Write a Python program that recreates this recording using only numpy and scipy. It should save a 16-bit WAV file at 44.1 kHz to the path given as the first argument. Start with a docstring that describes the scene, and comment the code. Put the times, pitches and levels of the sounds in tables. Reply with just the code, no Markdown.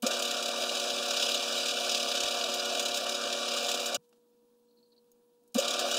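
"""A small workshop lathe starts with a double clunk, whirs and rattles while a drill bores a steel bar,
and stops dead; after a pause it starts again. Gear tones and coloured noise make the whir; noise and
cutting ticks ring the castings, and every shaft knock swells the rattle and sets small parts pinging.
Mains hum and quiet air lie beneath; the pause holds rustles, ticks of noise and ringing steel,
and squeaks of a rubbing part."""
import sys
import numpy as np
from scipy import signal
from scipy.fft import rfft, irfft, next_fast_len
from scipy.io import wavfile
from scipy.ndimage import uniform_filter1d, map_coordinates

SR = 44100
rng = np.random.default_rng(int(sys.argv[2]) if len(sys.argv) > 2 else 0)


def inscribe(sig):
    """Save sig as 16-bit PCM at rate SR to the path in sys.argv[1].

    A 1-D sig is mono; a 2-D sig holds one channel per row.
    Samples are clipped to [-1, 1] before scaling.
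    """
    pcm = np.round(np.clip(np.atleast_2d(sig).T, -1, 1) * 32767)
    wavfile.write(sys.argv[1], SR, pcm.astype(np.int16))


def rack_gain(trim_db):
    """Turn a fader trim in dB into the linear factor to multiply a signal by."""
    fader = np.asarray(trim_db, float)
    return 10 ** (fader / 20)


N = 263718
T = np.arange(N) / SR  # seconds

# Runs of the motor. Each row: switch-on in seconds, switch-off in seconds, force of the start in dB.
RUNS = [(0.0217, 3.966, -2), (5.5432, 6.1, 2)]

# Mains hum and fainter steady lines. Each row: frequency in Hz, level in dB rms, unsteadiness 0-1.
HUM = [(120, -100, .2), (229.5, -79, .3), (286, -88, .3), (479.8, -68.5, .04), (959.5, -87, .06),
       (15702, -91, .05)]
# Colour of the room air. Each row: frequency in Hz, relative density in dB.
AIR_COLOUR = [(20, -30), (55, -47.5), (95, -44), (130, -32.5), (176, -22), (229, -16), (290, -18),
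              (420, -23.5), (680, -27.5), (900, -29), (2040, -42.5), (3900, -36), (5200, -38.5),
              (7000, -39), (12000, -39.5), (15900, -40)]
AIR_DB = -75  # rms

# Working load, one list a run. Each row: time in seconds, drone setting in dB, rattle setting in dB.
LOAD = [
    [(0.2, -38, -38), (0.28, -39, -40), (0.7, -40.5, -38.5), (1.29, -40, -36.5), (1.62, -40.5, -36),
     (1.79, -41, -37), (2.18, -39.5, -36.5), (2.3, -40, -38), (2.72, -40, -39), (3.18, -40.5, -39),
     (3.47, -41, -38), (3.7, -40.5, -39.5)],
    [(5.76, -38.5, -38), (5.97, -37.5, -36.5)],
]
# Shaft orders and motor hum. Each row: frequency in Hz, rms at the usual load in dB, unsteadiness 0-1.
SHAFT_TONES = [(167, -77.5, 0.2), (201, -72.5, 0.2), (237, -53, 0.15), (272, -58.5, 0.15),
               (302.8, -64.5, 0.3), (371.6, -53, 0.3), (480.5, -48, 0.1), (574.5, -43, 0.09),
               (538, -56.5, .4), (609, -57.5, .4), (637, -60, .5), (707.6, -46, 0.22), (738.4, -56.5, 0.3),
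               (978, -65.5, .3), (1111, -65, .4), (1222, -63.5, .4), (1442, -56, 0.4), (1712, -62, .15),
               (1847, -72, 0.3)]
# Gear mesh, a row a harmonic: lower sideband, centre and upper sideband in dB rms at the usual load,
# unsteadiness 0-1.
MESH = [(-56, -52.5, -69.5, 0.41), (-56.5, -55.5, -53, 0.2)]
MESH_HZ, ECCENTRIC_HZ = 1186.1, 38.4  # tooth rate; distance of the sidebands
# Roar of bed and bench. Each row: frequency in Hz, relative density in dB.
ROAR_COLOUR = [(30, -51.5), (70, -50.5), (110, -40.5), (160, -29.5), (250, -12.5), (335, -15.5), (430, -16),
               (520, -3.5), (700, -1.5), (775, -10.5), (820, -11.5), (885, -16.5), (920, -11.5),
               (975, -13.5), (1050, -14.5), (1180, -7), (1265, -11.5), (1340, -6), (1490, -7), (1800, -18),
               (1860, -17), (2050, -28), (2300, -68)]

# Shafts that take up their slack once a turn. Each row: turns per second, then the first knock of
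# each run in seconds.
SHAFTS = [(38.33, 0.1149, 5.6248), (34.95, 0.1084, 5.6205), (33.78, 0.1, 5.6139)]
SLACK_S, UNEVEN_DB, SURGE_DB = 0.0015, 3, 1.57  # scatter of the knocks in time and force; slow surges
# The hardest knocks. Each row: time in seconds, rattle setting in dB, ping setting in dB.
HARD_KNOCKS = [(0.0645, -24, -39), (0.1098, -36.5, -54.5), (0.1905, -35, -49), (0.2225, -28, -45.5),
               (0.2489, -30, -56), (0.2753, -31, -55.5), (0.3083, -31.5, -46), (0.3672, -31.5, -56),
               (0.425, -30.5, -49.5), (0.4566, -30.5, -50), (0.484, -33, -51.5), (0.6027, -38.5, -57),
               (0.6909, -33, -73.5), (.7509, -38, -56.5), (0.7704, -34.5, -57), (0.7962, -29.5, -56),
               (.8382, -33, -55.5), (0.876, -33, -57), (0.9025, -32, -56), (1.0582, -37, -53.5),
               (1.106, -30, -50), (1.1649, -35, -58.5), (1.2947, -35, -57), (1.3166, -31, -56),
               (1.3434, -29, -48), (1.4273, -31, -55.5), (1.576, -36, -52.5), (1.6583, -29.5, -55.5),
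               (1.6837, -31.5, -55.5), (1.8448, -29.5, -55.5), (1.8933, -28, -53), (1.918, -28, -52.5),
               (1.947, -24.5, -48), (1.974, -28, -54.5), (1.998, -31, -59.5), (2.152, -31, -49.5),
               (2.203, -27, -50), (2.234, -29, -52.5), (2.2764, -29, -52.5), (2.3078, -32.5, -54.5),
               (2.389, -36, -56), (2.538, -31, -42), (2.5946, -31.5, -53), (2.653, -45, -46.5),
               (2.694, -32, -58), (2.721, -34, -57), (2.7483, -32, -53), (2.772, -31.5, -57.5),
               (2.7944, -26, -43), (2.8236, -33.5, -53), (2.852, -31.5, -50.5), (2.8825, -33, -53),
               (2.9426, -27.5, -44.5), (2.9702, -32, -44), (3.0644, -34, -58), (3.0919, -29, -48),
               (3.1215, -34.5, -56), (3.1449, -36.5, -55.5), (3.326, -29.5, -57.5), (3.565, -35, -54),
               (3.665, -38, -50), (3.6913, -31, -43.5), (3.714, -28.5, -47.5), (3.7394, -33, -53),
               (3.7979, -31.5, -54), (3.858, -31, -41.5), (3.944, -27.5, -39.5), (5.5444, -38.5, -47.5),
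               (5.5818, -27.5, -39.5), (5.5974, -29.5, -48), (5.6796, -32, -49.5), (5.706, -27.5, -47.5),
               (5.7914, -29, -41), (5.913, -30.5, -43.5), (5.9415, -31, -48.5), (5.9674, -31, -50)]

# Broad belt and cutting noise. Each row: frequency in Hz, relative density in dB.
RATTLE_COLOUR = [(1200, -59), (2050, -20.5), (2350, -4), (2630, -2.5), (2890, -1), (3170, 0.5),
                 (3700, -3.5), (4280, -6.5), (4870, -3), (6750, -10.5), (9000, -16), (11500, -24.5),
                 (15900, -34)]
# Resonances of covers and castings. Each row: frequency in Hz, width in Hz, gain in dB before the
# broad colour.
CASTING_MODES = [(2624, 25, -0.5), (2898, 21, 5), (2977, 52, -1), (3430, 40, -2), (3560, 36, 0.5),
                 (3670, 41, 2), (3830, 66, 8.5), (4000, 40, 4.5), (4050, 26, 1.5), (4420, 44, 1.5),
                 (4590, 55, -1), (4840, 52, 1.5), (5020, 82, 2), (5373, 90, 2), (5820, 64, 4),
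                 (6180, 65, 3.5), (6707, 70, 3), (6770, 63, 2.5), (7140, 60, -3), (7310, 60, -1.5),
                 (7410, 70, 1.5), (7890, 120, -2), (8600, 360, -3.5), (9360, 90, 0), (10610, 80, -3),
                 (10700, 59, -1.5), (11100, 60, -5), (13190, 77, -5), (13900, 200, -4)]
# Ticks of the cutting edges: rate, share of the rattle's power, unringing part of their colour.
CHATTER_PER_S, CHATTER_SHARE, CHATTER_BROAD = 2200, 0.35, 0.45
# A loose small part. Each row: frequency in Hz, width in Hz, relative level in dB.
PING_MODES = [(12050, 150, 0), (14500, 350, -7), (13100, 500, -9), (9430, 110, -2)]
PING_DB, PING_GROWS = -32, 2  # ordinary ping relative to the rattle setting; power of the force it follows
# A thin guard. Each row: frequency in Hz, width in Hz, relative level in dB.
GUARD_MODES = [(6000, 120, -2), (6720, 150, 2), (6940, 120, -3.5), (7210, 110, -2.5), (7530, 120, -0.5),
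               (8550, 270, -8)]
CLANK_DB = 9.5  # drive of the guard over that of the ping
# Hiss of the bearings. Each row: frequency in Hz, relative density in dB.
HISS_COLOUR = [(5000, -33), (8000, -12), (10500, 2), (11500, -6), (13900, -1.5), (14800, -2), (15900, -9.5)]
HISS_WAVER_DB = 2

# The two jolts of every start: motor, then take-up of the drive. Each row: seconds after switch-on,
# frequency in Hz, glide in Hz per second, peak in dB before the force of the start, length in seconds.
START_JOLTS = [(0.02, 237, 900, -23, 0.024), (0.046, 535, 5164, -21, 0.0199)]
# Bumps through the bench. Each row: time in seconds, frequency in Hz, peak in dB, length in seconds.
BUMPS = [(2.245, 60.3, -48, 0.0064), (3.981, 149.8, -53.5, 0.015), (3.99, 170, -66, .06),
         (5.14, 22, -84, .08), (5.425, 700, -79, .03)]

# Faint rustles. Each row: start in seconds, end in seconds, level at the fullest in dB.
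RUSTLES = [(4.016, 4.065, -77.5), (4.14, 4.192, -82)]
# Small contacts. Each row: time in seconds, level in dB, t60 of the crack in seconds, centre of the
# crack in Hz, ring share 0-1.
TICKS = [(4.092, -67, .03, 8980, 0), (4.127, -67.5, 0.077, 4000, 0), (4.128, -68, .06, 900, 0),
         (5.043, -71.5, .01, 8000, .05), (5.117, -60.5, .025, 13100, 0.5), (5.438, -65, .01, 11940, .05),
         (5.477, -66.5, .06, 8970, .05), (5.522, -69, .03, 7500, .05)]
# A small steel tool set down. Each row: frequency in Hz, mean level in dB, t60 in seconds.
STEEL = [(6600, 3.5, 0.046), (6900, -8, .04), (12350, -6, .06), (14160, -5, .06), (14700, -4, .07)]
SNAP, SNAP_T60 = 3.1, 0.0027  # first contact over the crack, for a full ring; its t60 in seconds

# Strokes of the rubbing part. Each row: start in seconds, end in seconds, level at the fullest in dB.
SQUEAKS = [(4.683, 4.692, -78), (4.696, 4.702, -80), (4.707, 4.722, -72), (4.724, 4.735, -79),
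           (4.76, 4.768, -75), (4.77, 4.779, -69), (4.783, 4.797, -72), (4.8, 4.805, -79),
           (4.827, 4.836, -69), (4.839, 4.848, -71), (4.852, 4.865, -69), (4.869, 4.888, -75),
           (4.902, 4.912, -75), (4.916, 4.938, -64.5), (4.963, 4.974, -65.5), (4.977, 4.987, -65),
           (4.99, 5.0, -79)]
# Resonances of that part. Each row: frequency in Hz, width in Hz, relative level in dB.
SQUEAK_MODES = [(4200, 40, 2), (4440, 70, 0), (3930, 80, -5), (4650, 100, -8), (4250, 800, -24)]

# Dip of the microphone housing: frequency in Hz, width in Hz, depth 0-1.
HOUSING_NOTCH = (2035, 220, 0.88)
TOP_HZ = 15760  # nothing passes above


def unit(x):
    """Scaled to rms 1."""
    return x / np.sqrt(np.mean(x ** 2) + 1e-20)


def along(points, hz):
    """Reads a curve of (Hz, value) points on a log frequency axis."""
    f, value = np.transpose(points)
    return np.interp(np.log(hz + 1), np.log(f + 1), value)


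def wobble(rate):
    """A smooth random curve, rate knots a second (200 at most)."""
    coarse = T[::20]
    knots = rng.standard_normal(int(N * 200 / SR) + 4)
    return np.interp(T, coarse, map_coordinates(knots, [coarse * min(rate, 200)]))


def filtered(x, response):
    """x shaped by a response of frequency."""
    m = next_fast_len(len(x) + 8192)
    return irfft(rfft(x, m) * response(np.fft.rfftfreq(m, 1 / SR)), m)[:len(x)]


def noise(response):
    """Noise of rms 1 coloured by a response of frequency."""
    return unit(filtered(rng.standard_normal(N), response))


def resonance(f, hz, width):
    """One causal resonance, gain 1 at its peak."""
    return 1j * f * width / (hz * hz - f * f + 1j * f * width)


def modes(f, table):
    """Sum of (Hz, width in Hz, dB) resonances: the ringing of one body."""
    return sum(rack_gain(db) * resonance(f, hz, width) for hz, width, db in table)


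def tones(table, rate):
    """Sines whose level and phase wander, the more so the less steady."""
    total = 0
    for hz, db, loose in table:
        level = rack_gain(db + 7 * loose * wobble(rate)) * np.sqrt(2)
        phase = 2 * np.pi * (hz * T + rng.random()) + loose * wobble(rate)
        total = total + level * np.sin(phase)
    return total


def patchy(x, depth_db, bins, frames):
    """Random gain over small patches of time and frequency: no two moments ring the same parts."""
    z = signal.stft(x, nperseg=256)[2]
    field = uniform_filter1d(rng.standard_normal(z.shape), bins, 0)
    field = uniform_filter1d(field, frames, 1)
    return unit(signal.istft(z * rack_gain(depth_db * unit(field)), nperseg=256)[1][:N])


def add(track, s, sound):
    """Mixes a sound into a track at a time in seconds."""
    part = track[round(s * SR):][:len(sound)]
    part += sound[:len(part)]


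def burst(t60, rise):
    """Envelope of a blow: quick rise, exponential fall, both in seconds."""
    t = T[:SR // 8]
    return (1 - np.exp(-t / rise)) * rack_gain(-60 * t / t60)


def swell(peak_s):
    """Envelope of a rattling knock: parts clatter up to a peak, then settle."""
    u = T[:SR // 10] / peak_s
    return u * np.exp(1 - u)


def arch(start, end):
    """Half a sine from start to end, silent elsewhere."""
    return np.sin(np.pi * np.clip((T - start) / (end - start), 0, 1))


def workshop():
    """Mains hum with fainter lines as wandering sines, over quiet, slightly restless air."""
    air = noise(lambda f: rack_gain(along(AIR_COLOUR, f)))
    return tones(HUM, rate=25) + rack_gain(AIR_DB) * patchy(air, depth_db=1.1, bins=20, frames=12)


def switch():
    """The contactor snaps shut: a bright spit of noise as the motor takes current."""
    spit = np.zeros(N)
    for on, *_ in RUNS:
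        add(spit, on, rack_gain(-36.5) * burst(t60=0.097, rise=0.00073))
    return spit * noise(lambda f: resonance(f, 7970, 12000) ** 2)


def motor_power(rise):
    """Motor gain: builds to 1 over the rise time, and falls 60 dB in 14 ms at switch-off."""
    return sum(np.clip((T - on) / rise, 0, 1) ** 2 * rack_gain(-60 * np.clip(T - off, 0, 1) / 0.014)
               for on, off, _ in RUNS)


def shaft_blows():
    """One impulse per turn of each shaft, uneven in time and force, as its slack is taken up."""
    blows = np.zeros(N)
    for turns_per_s, *firsts in SHAFTS:
        for (_, off, _), first in zip(RUNS, firsts):
            s = np.arange(first, min(off, N / SR - 0.01), 1 / turns_per_s)
            draw = rng.standard_normal((len(s), 2))
            index = ((s + SLACK_S * draw[:, 0]) * SR).astype(int)
            np.add.at(blows, index, rack_gain(UNEVEN_DB * draw[:, 1]))
    return blows * rack_gain(SURGE_DB * wobble(6.79))


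def shaft_knocks(blows):
    """The clatter that follows each blow."""
    return signal.fftconvolve(blows, swell(peak_s=0.005))[:N]


def gears():
    """Tooth-mesh tones; a slightly eccentric wheel adds a line on each side."""
    lines = []
    for order, (*levels, loose) in enumerate(MESH, 1):
        for side, db in zip((-1, 0, 1), levels):
            lines.append((order * MESH_HZ + side * ECCENTRIC_HZ, db, loose))
    return lines


def drone(level_db, blows):
    """Gear and shaft orders over the broad roar of the bed and bench, which the knocks shake a little."""
    roar = patchy(noise(lambda f: rack_gain(along(ROAR_COLOUR, f))), depth_db=2.5, bins=2, frames=10)
    roar = roar * (1 + 0.17 * shaft_knocks(blows))
    # the tones follow the load far less than the roar
    tone_gain = rack_gain(0.25 * (level_db - np.median(level_db)))
    return rack_gain(level_db - 2.5) * roar + tone_gain * tones(SHAFT_TONES + gears(), rate=14)


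def casting(f, broad):
    """Response of covers and castings: an unringing part plus resonances, under one broad colour."""
    return rack_gain(along(RATTLE_COLOUR, f)) * (broad + modes(f, CASTING_MODES))


def chatter(energy):
    """Separate random ticks of the cutting edges ring the castings."""
    ringing = lambda f: casting(f, CHATTER_BROAD)
    bites = (rng.random(N) < CHATTER_PER_S / SR) * rng.standard_normal(N)
    return filtered(np.sqrt(energy) * bites, ringing) / np.std(filtered(bites, ringing))


def bearing_hiss(level_db, blows):
    """Bright bearing noise that wavers and swells with the knocks."""
    level = rack_gain(level_db - 22 + HISS_WAVER_DB * wobble(15))
    return level * (1 + 0.5 * shaft_knocks(blows)) * noise(lambda f: rack_gain(along(HISS_COLOUR, f)))


def pings(strike):
    """Noise through the modes of a loose small part, shaped by the strikes."""
    return strike * noise(lambda f: modes(f, PING_MODES))


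def guard_clank(strike):
    """The same strikes, made ragged, clank a thin guard."""
    metal = noise(lambda f: modes(f, GUARD_MODES) * resonance(f, 7000, 4000))
    return rack_gain(CLANK_DB) * strike * rack_gain(1.6 * wobble(200)) * metal


def rattle(level_db, blows):
    """Belt and cutting noise rings the castings, swelling with each knock; small parts ping and clank."""
    body = patchy(noise(lambda f: casting(f, 0.87)), depth_db=1.53, bins=3, frames=8)
    energy = (rack_gain(level_db) * (0.86 + 0.4 * shaft_knocks(blows)) * rack_gain(0.89 * wobble(150))) ** 2
    ping = burst(t60=0.086, rise=0.00096)
    strike = rack_gain(level_db + PING_DB) * signal.fftconvolve(blows ** PING_GROWS, ping)[:N]
    for s, rattle_db, ping_db in HARD_KNOCKS:
        # unrelated noises add in power
        add(energy, s, (rack_gain(rattle_db + 1.5) * burst(t60=0.07, rise=0.001)) ** 2)
        add(strike, s, rack_gain(ping_db) * ping)
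    steady = np.sqrt((1 - CHATTER_SHARE) * energy) * body
    cutting = np.sqrt(CHATTER_SHARE) * chatter(energy)
    return steady + cutting + pings(strike) + guard_clank(strike) + bearing_hiss(level_db, blows)


def clunks():
    """The motor jolts the stand, then the drive takes up; lesser bumps pass through the bench."""
    thuds = [(on + s, hz, glide, db + force_db, length)
             for on, _, force_db in RUNS for s, hz, glide, db, length in START_JOLTS]
    thuds += [(s, hz, 0, db, length) for s, hz, db, length in BUMPS]
    out = np.zeros(N)
    for s, hz, glide, db, length in thuds:
        t = T - s
        bell = np.exp(-8 * (t / length) ** 2)
        out += rack_gain(db) * bell * np.cos(2 * np.pi * (hz + glide / 2 * t) * t)
    return out


def rustles():
    """Faint dry rustling just after the stop: ragged swells of broad noise."""
    swells = sum(rack_gain(db) * arch(start, end) for start, end, db in RUSTLES)
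    return swells * rack_gain(3 * wobble(120)) * noise(lambda f: resonance(f, 4500, 5000))


def ticks():
    """Small contacts: a crack of noise, and for some a snap and a ring of steel."""
    out, t = np.zeros(N), T[:SR // 8]
    for s, db, t60, crack_hz, share in TICKS:
        ring = sum(rack_gain(level + rng.normal(0, 3) - 60 * t / life) * np.sin(2 * np.pi * hz * t)
                   for hz, level, life in STEEL)
        crack = unit(filtered(rng.standard_normal(len(t)),
                              lambda f: resonance(f, crack_hz, 1.1 * crack_hz) ** 2))
        decay = rack_gain(-60 * t / t60) + SNAP * share * rack_gain(-60 * t / SNAP_T60)
        add(out, s, rack_gain(db) * (share * ring + crack * decay))
    return out


def squeaks():
    """A small steel part rubs in short strokes that bite, hold and fade: dense uneven slips ring it."""
    slips = (rng.random(N) < 7000 / SR) * rng.standard_normal(N) * rack_gain(1.5 * wobble(150))
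    stroke = 0
    for start, end, db in SQUEAKS:
        progress = np.clip((T - start) / (end - start), 0, 1) ** 0.45  # early peak: the bite
        stroke = stroke + rack_gain(db) * np.sin(np.pi * progress).clip(0) ** 0.77
    ring = lambda x: filtered(x, lambda f: modes(f, SQUEAK_MODES) * resonance(f, 4200, 1000) ** 2)
    return ring(stroke * slips) / np.std(ring(slips))


def scene():
    """Lathe and workshop, close to one microphone."""
    s, drone_db, rattle_db = np.concatenate(LOAD).T
    blows = shaft_blows()
    whir = motor_power(rise=0.011) * drone(np.interp(T, s, drone_db), blows)
    clatter = motor_power(rise=0.0037) * rattle(np.interp(T, s, rattle_db), blows)
    return (workshop() + switch() + whir + clatter + clunks() + rustles() + ticks() + squeaks())[None]


def band_limit(x):
    """A steep low-pass at the top of the band."""
    return signal.sosfilt(signal.butter(12, 16240, fs=SR, output="sos"), x)


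def record(dry):
    """The microphone housing cancels part of one narrow band; nothing passes above the band limit."""
    hz, width, depth = HOUSING_NOTCH
    heard = filtered(dry[0], lambda f: (1 - depth * resonance(f, hz, width)) * (f < TOP_HZ))
    return band_limit(heard[None])


dry = scene()
out = record(dry)
inscribe(out)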